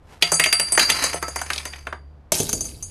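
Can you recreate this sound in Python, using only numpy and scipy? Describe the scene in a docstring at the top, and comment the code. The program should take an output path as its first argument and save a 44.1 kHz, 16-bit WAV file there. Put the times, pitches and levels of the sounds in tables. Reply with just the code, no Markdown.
"""At a pipe in a concrete wall, the air column hums in a light breeze. A heavy ribbed metal body is
tossed in and clatters down the bend, each impact exciting the damped modes of body and pipe, while
sliding friction keeps it jingling between knocks. It skips out of the lower mouth, falls silently
and bounces to rest in gravel, which thuds and clicks as the stones are pushed aside."""
import sys
import numpy as np
from scipy import signal
from scipy.fft import rfft, irfft
from scipy.io import wavfile

SR = 44100
rng = np.random.default_rng(int(sys.argv[2]) if len(sys.argv) > 2 else 0)


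def generate_wav(signal):
    """Clip the signal to [-1, 1] and save it as 16-bit WAV at the path in sys.argv[1]."""
    frames = np.transpose(np.atleast_2d(signal))
    scaled = np.clip(frames, -1, 1) * 32767
    pcm = np.round(scaled).astype(np.int16)
    wavfile.write(sys.argv[1], SR, pcm)


N = 127890
T = np.arange(N) / SR


def from_db(db):
    """Amplitude ratio: tenfold for every 20 dB."""
    return 10 ** (np.asarray(db) / 20)


def unit_rms(x):
    """Normalisation to unit mean power."""
    return x / np.sqrt(np.mean(x ** 2) + 1e-20)


def level(points):
    """Amplitude envelope, linear in decibels between (time_s, level_db) points."""
    return from_db(np.interp(T, *np.transpose(points)))


def gate(start_s, end_s):
    """Time window with 10 ms ramps."""
    return np.clip(np.minimum(T - start_s, end_s - T) / .01, 0, 1)


def band(x, low_hz, high_hz):
    """Causal Butterworth band-pass."""
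    sos = signal.butter(2, [low_hz, min(high_hz, .45 * SR)], "band", fs=SR, output="sos")
    return signal.sosfilt(sos, x)


def colour(x, points):
    """Minimum-phase filtering through (frequency_hz, gain_db) points."""
    hz, db = np.transpose(points)
    size = 4096
    gain_db = np.interp(np.log(np.fft.rfftfreq(size, 1 / SR) + 1), np.log(hz), db)
    cepstrum = irfft(np.log(from_db(gain_db)))
    cepstrum[1:size // 2] *= 2  # folding the cepstrum makes the filter causal
    cepstrum[size // 2 + 1:] = 0
    return signal.fftconvolve(x, irfft(np.exp(rfft(cepstrum))))[:len(x)]


def drift(rate_hz):
    """Low-pass noise: a smooth random fluctuation of unit rms."""
    hz = np.fft.rfftfreq(N, 1 / SR)
    return unit_rms(irfft(rfft(rng.standard_normal(N)) / (1 + (hz / rate_hz) ** 2) ** 2, N))


def add(out, start_s, sound):
    """Superposition of a delayed sound."""
    i = int(start_s * SR)
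    out[i:i + len(sound)] += sound[:N - i]


def grains(per_s, spread_db):
    """Shot noise: independent clicks of uneven size."""
    sizes = from_db(spread_db * np.minimum(rng.exponential(1, N), 4)) * rng.choice([-1, 1], N)
    return sizes * (rng.random(N) < per_s / SR)


def decay(t, t60_s, rise_s):
    """Exponential damping, 60 dB in t60_s, after a smooth onset."""
    return from_db(-60 * t / t60_s) * (1 - np.exp(-t / rise_s))


def reverb(x, t60_s, wet_db, top_hz):
    """Reverberation: dense decaying reflections, their treble absorbed, join the direct sound."""
    tail = band(rng.standard_normal(SR), 100, top_hz) * decay(T[:SR], t60_s, rise_s=.004)
    return x + from_db(wet_db) * signal.fftconvolve(x, tail / np.sqrt(np.sum(tail ** 2)))[:N]


# Hum of the air column, louder as the lower mouth comes near: time_s, level_db
HUM_LEVELS = [(0, -54.5), (1.33, -40.5), (2.1, -43.5), (2.4, -52)]
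# Rumble of the breeze: time_s, level_db
BREEZE_LEVELS = [(0, -53), (2.25, -54), (2.45, -40.5)]


def air(hum_hz=72.2):
    """Air-column resonance: a wavering fundamental and its octave, over outdoor hush and breeze."""
    phase = 2 * np.pi * hum_hz * T + .8 * drift(7)
    tone = np.sqrt(2) * (np.sin(phase) + from_db(-15) * np.sin(2 * phase))
    hum = level(HUM_LEVELS) * from_db(.5 * drift(14)) * tone
    hush = unit_rms(colour(rng.standard_normal(N), [(60, 2.5), (800, -10), (10000, -46)]))
    rumble = unit_rms(band(rng.standard_normal(N), 35, 92))
    return hum + from_db(-54) * hush + level(BREEZE_LEVELS) * rumble


def toss(peak_s=.135, fade_s=.04):
    """Friction noise: a soft rustle as the body is let go."""
    rustle = colour(grains(per_s=5000, spread_db=3.5), [(900, 0), (12000, -22)])
    return from_db(-44.5) * np.exp(-np.abs(T - peak_s) / fade_s) * unit_rms(rustle)


# Strength of the sliding contact: time_s, level_db
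SLIDE_LEVELS = [(0.209, -33), (.47, -37.5), (.76, -38.5), (.812, -17.5), (0.881, -29), (1.061, -23),
                (1.2, -43.5), (1.6, -38.5), (1.799, -48), (2.0, -86)]
# Spectrum of the scraping: frequency_hz, gain_db
SCRAPE_SPECTRUM = [(200, 1), (2300, 7), (3200, -1.5), (4050, -3), (5200, 6), (6200, -11), (13000, -9)]


def slide():
    """Forced vibration: the ribs scrape and tap along the pipe, driving the body's upper modes."""
    taps = reverb(grains(per_s=70, spread_db=3), t60_s=.025, wet_db=10, top_hz=12000)
    contact = unit_rms(grains(per_s=5000, spread_db=3.5)) + unit_rms(taps)
    jingle = sum(from_db(db) * signal.lfilter(*signal.iirpeak(hz, Q=90, fs=SR), contact)
                 for hz, db, _ in BODY_MODES[2:])
    force = level(SLIDE_LEVELS)
    grind = .9 * force / force.max() * unit_rms(band(contact, 3850, 4250))  # hard scrapes rasp
    scrape = unit_rms(colour(contact, SCRAPE_SPECTRUM))
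    rasp = scrape + from_db(-6.5) * unit_rms(jingle) + grind
    return gate(SLIDE_LEVELS[0][0], SLIDE_LEVELS[-1][0]) * force * rasp


def impacts(starts_s, levels_db, filters, t60_s):
    """Impact noise: each contact is a decaying flurry of micro-impacts, with its own or a shared filter."""
    if callable(filters):
        filters = [filters] * len(starts_s)
    out, t = np.zeros(N), T[:SR // 4]
    for start_s, db, shape in zip(starts_s, levels_db, filters):
        burst = shape(rng.choice([-1., 1.], len(t)) * decay(t, t60_s, rise_s=.0014))
        rms = np.sqrt(np.sum(burst ** 2) / (SR / 100))  # as if all its energy lay in 10 ms
        add(out, start_s, from_db(db) * burst / rms)
    return out


def passband(low_hz, high_hz):
    """A filter that confines an impact's energy to one band."""
    return lambda x: band(x, low_hz, high_hz)


def struck_spots(pitches_hz, octaves):
    """Broad local resonance: one filter for each spot that is struck."""
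    edge_ratio = 2 ** (octaves / 2)
    return [passband(hz / edge_ratio, hz * edge_ratio) for hz in pitches_hz]


# Natural modes of the metal body: pitch_hz, gain_db, t60_s
BODY_MODES = [(4709, -8.5, .6), (4758, -12, 0.45), (6240, 2, 0.053), (6454, -9.5, 0.21), (6970, -11, .22),
              (8050, -6.5, 0.2), (9080, -11, 0.36), (9375, -5, 0.25), (10163, -16.5, 0.54),
              (10100, -25, .25), (10860, -5.5, 0.17)]


def body_ring(starts_s, rings_db, tumble_db=1.2, tumble_rad=.55):
    """Free vibration of struck modes; tumbling modulates their level and phase, high modes' phase most."""
    out = np.zeros(N)
    for hz, mode_db, t60_s in BODY_MODES:
        register = np.searchsorted([5500, 7500], hz)  # low, middle or high row of rings_db
        envelope = decay(T[:SR], t60_s, rise_s=.0012)
        ring = np.zeros(N, complex)
        for start_s, db in zip(starts_s, rings_db[register]):
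            gain = from_db(db + mode_db + rng.normal())
            add(ring, start_s, gain * envelope * np.exp(2j * np.pi * rng.random()))
        swell = from_db(tumble_db * drift(60))
        waver = tumble_rad * drift(50) * hz / BODY_MODES[0][0]
        out += swell * np.real(ring * np.exp(1j * (2 * np.pi * hz * T + waver)))
    return out


# Resonances of the pipe, its air and wall: pitch_hz, gain_db
PIPE_MODES = [(165, 7), (705, -2.5), (1312, -0.5), (2145, -3.5), (2800, -7)]


def pipe_ring(blows, gain_db=-11.5, t60_s=.2):
    """Modal response: the resonances of the pipe, its air and wall, ring briefly after each knock."""
    t = T[:SR // 2]
    ring = sum(from_db(db - 60 * t / t60_s) * np.sin(2 * np.pi * hz * t) for hz, db in PIPE_MODES)
    return from_db(gain_db) * signal.fftconvolve(blows, ring / np.sqrt(np.sum(ring ** 2)))[:N]


# Knocks inside the pipe, levels relative within each column:
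# start_s, knock_db, knock_hz, thud_db, low_ring_db, middle_ring_db, high_ring_db
PIPE_KNOCKS = [(0.2231, -5.5, 2930, -25, -14, -20.5, -28), (0.3177, -22, 1210, -22, -12, -13.5, -15),
               (0.3408, -39.5, 1080, -45.5, -46, -14, -16), (0.3961, -9.5, 2160, -25, -11.5, -25.5, -20.5),
               (0.4379, -10, 2630, -41.5, -34.5, -40, -25.5),
               (0.4582, -14.5, 2200, -28.5, -13.5, -17.5, -34), (0.5259, -12, 2170, -30, -11, -27, -14.5),
               (0.5964, -18, 2090, -28.5, -12.5, -33, -17), (0.7203, -38, 1110, -33.5, -24, -29, -9.5),
               (0.7755, -8.5, 1550, -17.5, -14, -14.5, -35), (0.7936, -10, 2240, -41, -8, -11, -22),
               (0.8991, -11, 2750, -30, -14, -22, -20.5), (1.0379, -20.5, 1040, -31.5, -24.5, -15, -22.5),
               (1.1409, -47.5, 1330, -25, -31, -35, -28), (1.2253, -21.5, 1320, -28.5, -25, -31, -37.5),
               (1.2806, -32.5, 1200, -33, -31.5, -26, -34.5)]


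def clatter():
    """Impulsive excitation: blows deep in the pipe ring body and pipe, and reflections smear them."""
    starts_s, knock_db, knock_hz, thud_db, *rings_db = np.transpose(PIPE_KNOCKS)
    crack_db = (knock_db + rings_db[-1]) / 2  # hard, high-ringing blows also crack
    knocks = impacts(starts_s, knock_db - 3, struck_spots(knock_hz, octaves=.86), t60_s=.031)
    thuds = impacts(starts_s, thud_db + 1, passband(281, 900), t60_s=.057)
    cracks = impacts(starts_s, crack_db - 3, passband(5100, 13000), t60_s=.026)
    blows = knocks + thuds + cracks
    ring = body_ring(starts_s, rings_db, tumble_db=2.2, tumble_rad=1.0)
    return reverb(blows + pipe_ring(blows), t60_s=.17, wet_db=-14, top_hz=7000) + ring


# Skips near the lower mouth, levels relative: start_s, knock_db, knock_hz, thud_db, ring_db
MOUTH_SKIPS = [(1.359, -22.5, 1260, -31, -17.5), (1.4142, -22.5, 1130, -42, -21),
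               (1.502, -17, 1650, -31.5, -22.5), (1.5319, -23, 3700, -47, -23),
               (1.5595, -28, 3420, -36.5, -32), (1.5788, -22, 3350, -49, -30),
               (1.6529, -28.5, 2070, -32.5, -23), (1.7338, -30.5, 2140, -45, -57),
               (1.869, -25.5, 1824, -30, -39), (1.9256, -24, 1210, -30.5, -46)]


def skips():
    """Radiation at the open end: lighter blows are heard with less reflected sound."""
    starts_s, knock_db, knock_hz, thud_db, ring_db = np.transpose(MOUTH_SKIPS)
    knocks = impacts(starts_s, knock_db - 3, struck_spots(knock_hz, octaves=1.14), t60_s=.027)
    thuds = impacts(starts_s, thud_db - 1, passband(280, 1120), t60_s=.072)
    cracks = impacts(starts_s, ring_db - 11, passband(4600, 15400), t60_s=.01)
    ring = body_ring(starts_s, [ring_db - 7.5, ring_db - 7.5, ring_db - 10])
    return reverb(knocks + thuds + cracks, t60_s=.2, wet_db=-15.5, top_hz=4860) + ring


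# Bounces on the gravel, levels relative: start_s, clink_db, thud_db, ring_db
BOUNCES = [(2.3195, -9, -27, -16.5), (2.4, -20, -22.5, -15.5), (2.4919, -20.5, -50, -19.5),
           (2.5289, -17, -27.5, -12.5), (2.6068, -28, -43, -16.5), (2.6533, -34, -46, -25),
           (2.8253, -34, -62, -21)]
# Spectrum of struck stones: frequency_hz, gain_db
STONE_SPECTRUM = [(250, -6.5), (680, 11.5), (1200, 2), (3500, -1), (6300, 9.5), (13000, 6)]
# Spectrum of the ground's thud: frequency_hz, gain_db
GROUND_SPECTRUM = [(40, -8.5), (150, 4.5), (680, -4.5), (2000, -53.5)]


def gravel():
    """Inelastic collision: each bounce thuds into the ground, clinks on stones and rings the body."""
    starts_s, clink_db, thud_db, ring_db = np.transpose(BOUNCES)
    clinks = impacts(starts_s, clink_db - 4, lambda x: colour(x, STONE_SPECTRUM), t60_s=.017)
    thuds = impacts(starts_s, thud_db + 3, lambda x: colour(x, GROUND_SPECTRUM), t60_s=.06)
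    shifting = pebbles(starts_s[0])
    ring = body_ring(starts_s, [ring_db - 19, ring_db - .5, ring_db - 11])
    stones = reverb(clinks + shifting, t60_s=.03, wet_db=-7.5, top_hz=13000)
    ground = reverb(thuds, t60_s=.73, wet_db=-18.5, top_hz=470)
    return stones + ground + ring


# Stones shifting after the landing: time_s, level_db
PEBBLE_LEVELS = [(2.335, -19), (2.5, -36.5), (2.66, -41), (2.79, -53)]


def pebbles(start_s, per_s=1400, spread_db=4.6):
    """Granular noise: displaced stones click at resonances of their own, over a broadband crunch."""
    pitches_hz = np.geomspace(2500, 13000, 16)
    clicks = sum(signal.lfilter(*signal.iirpeak(hz, Q=9, fs=SR), grains(per_s / len(pitches_hz), spread_db))
                 for hz in pitches_hz)
    crunch = colour(grains(per_s, spread_db), STONE_SPECTRUM)
    return gate(start_s, np.inf) * level(PEBBLE_LEVELS) * unit_rms(unit_rms(clicks) + unit_rms(crunch))


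def scene():
    """Superposition: the pressures of all sources add at one point."""
    return (toss() + clatter() + skips() + slide() + gravel() + air())[None]


def record(dry):
    """Soft saturation rounds the loudest peaks, and two low-pass filters cut the top treble."""
    rounded = .85 * np.tanh(dry / .85)
    softened = signal.sosfilt(signal.butter(6, 12600, fs=SR, output="sos"), rounded)
    return signal.sosfilt(signal.ellip(10, .3, 80, 13700, fs=SR, output="sos"), softened)


dry = scene()
out = record(dry)
generate_wav(out)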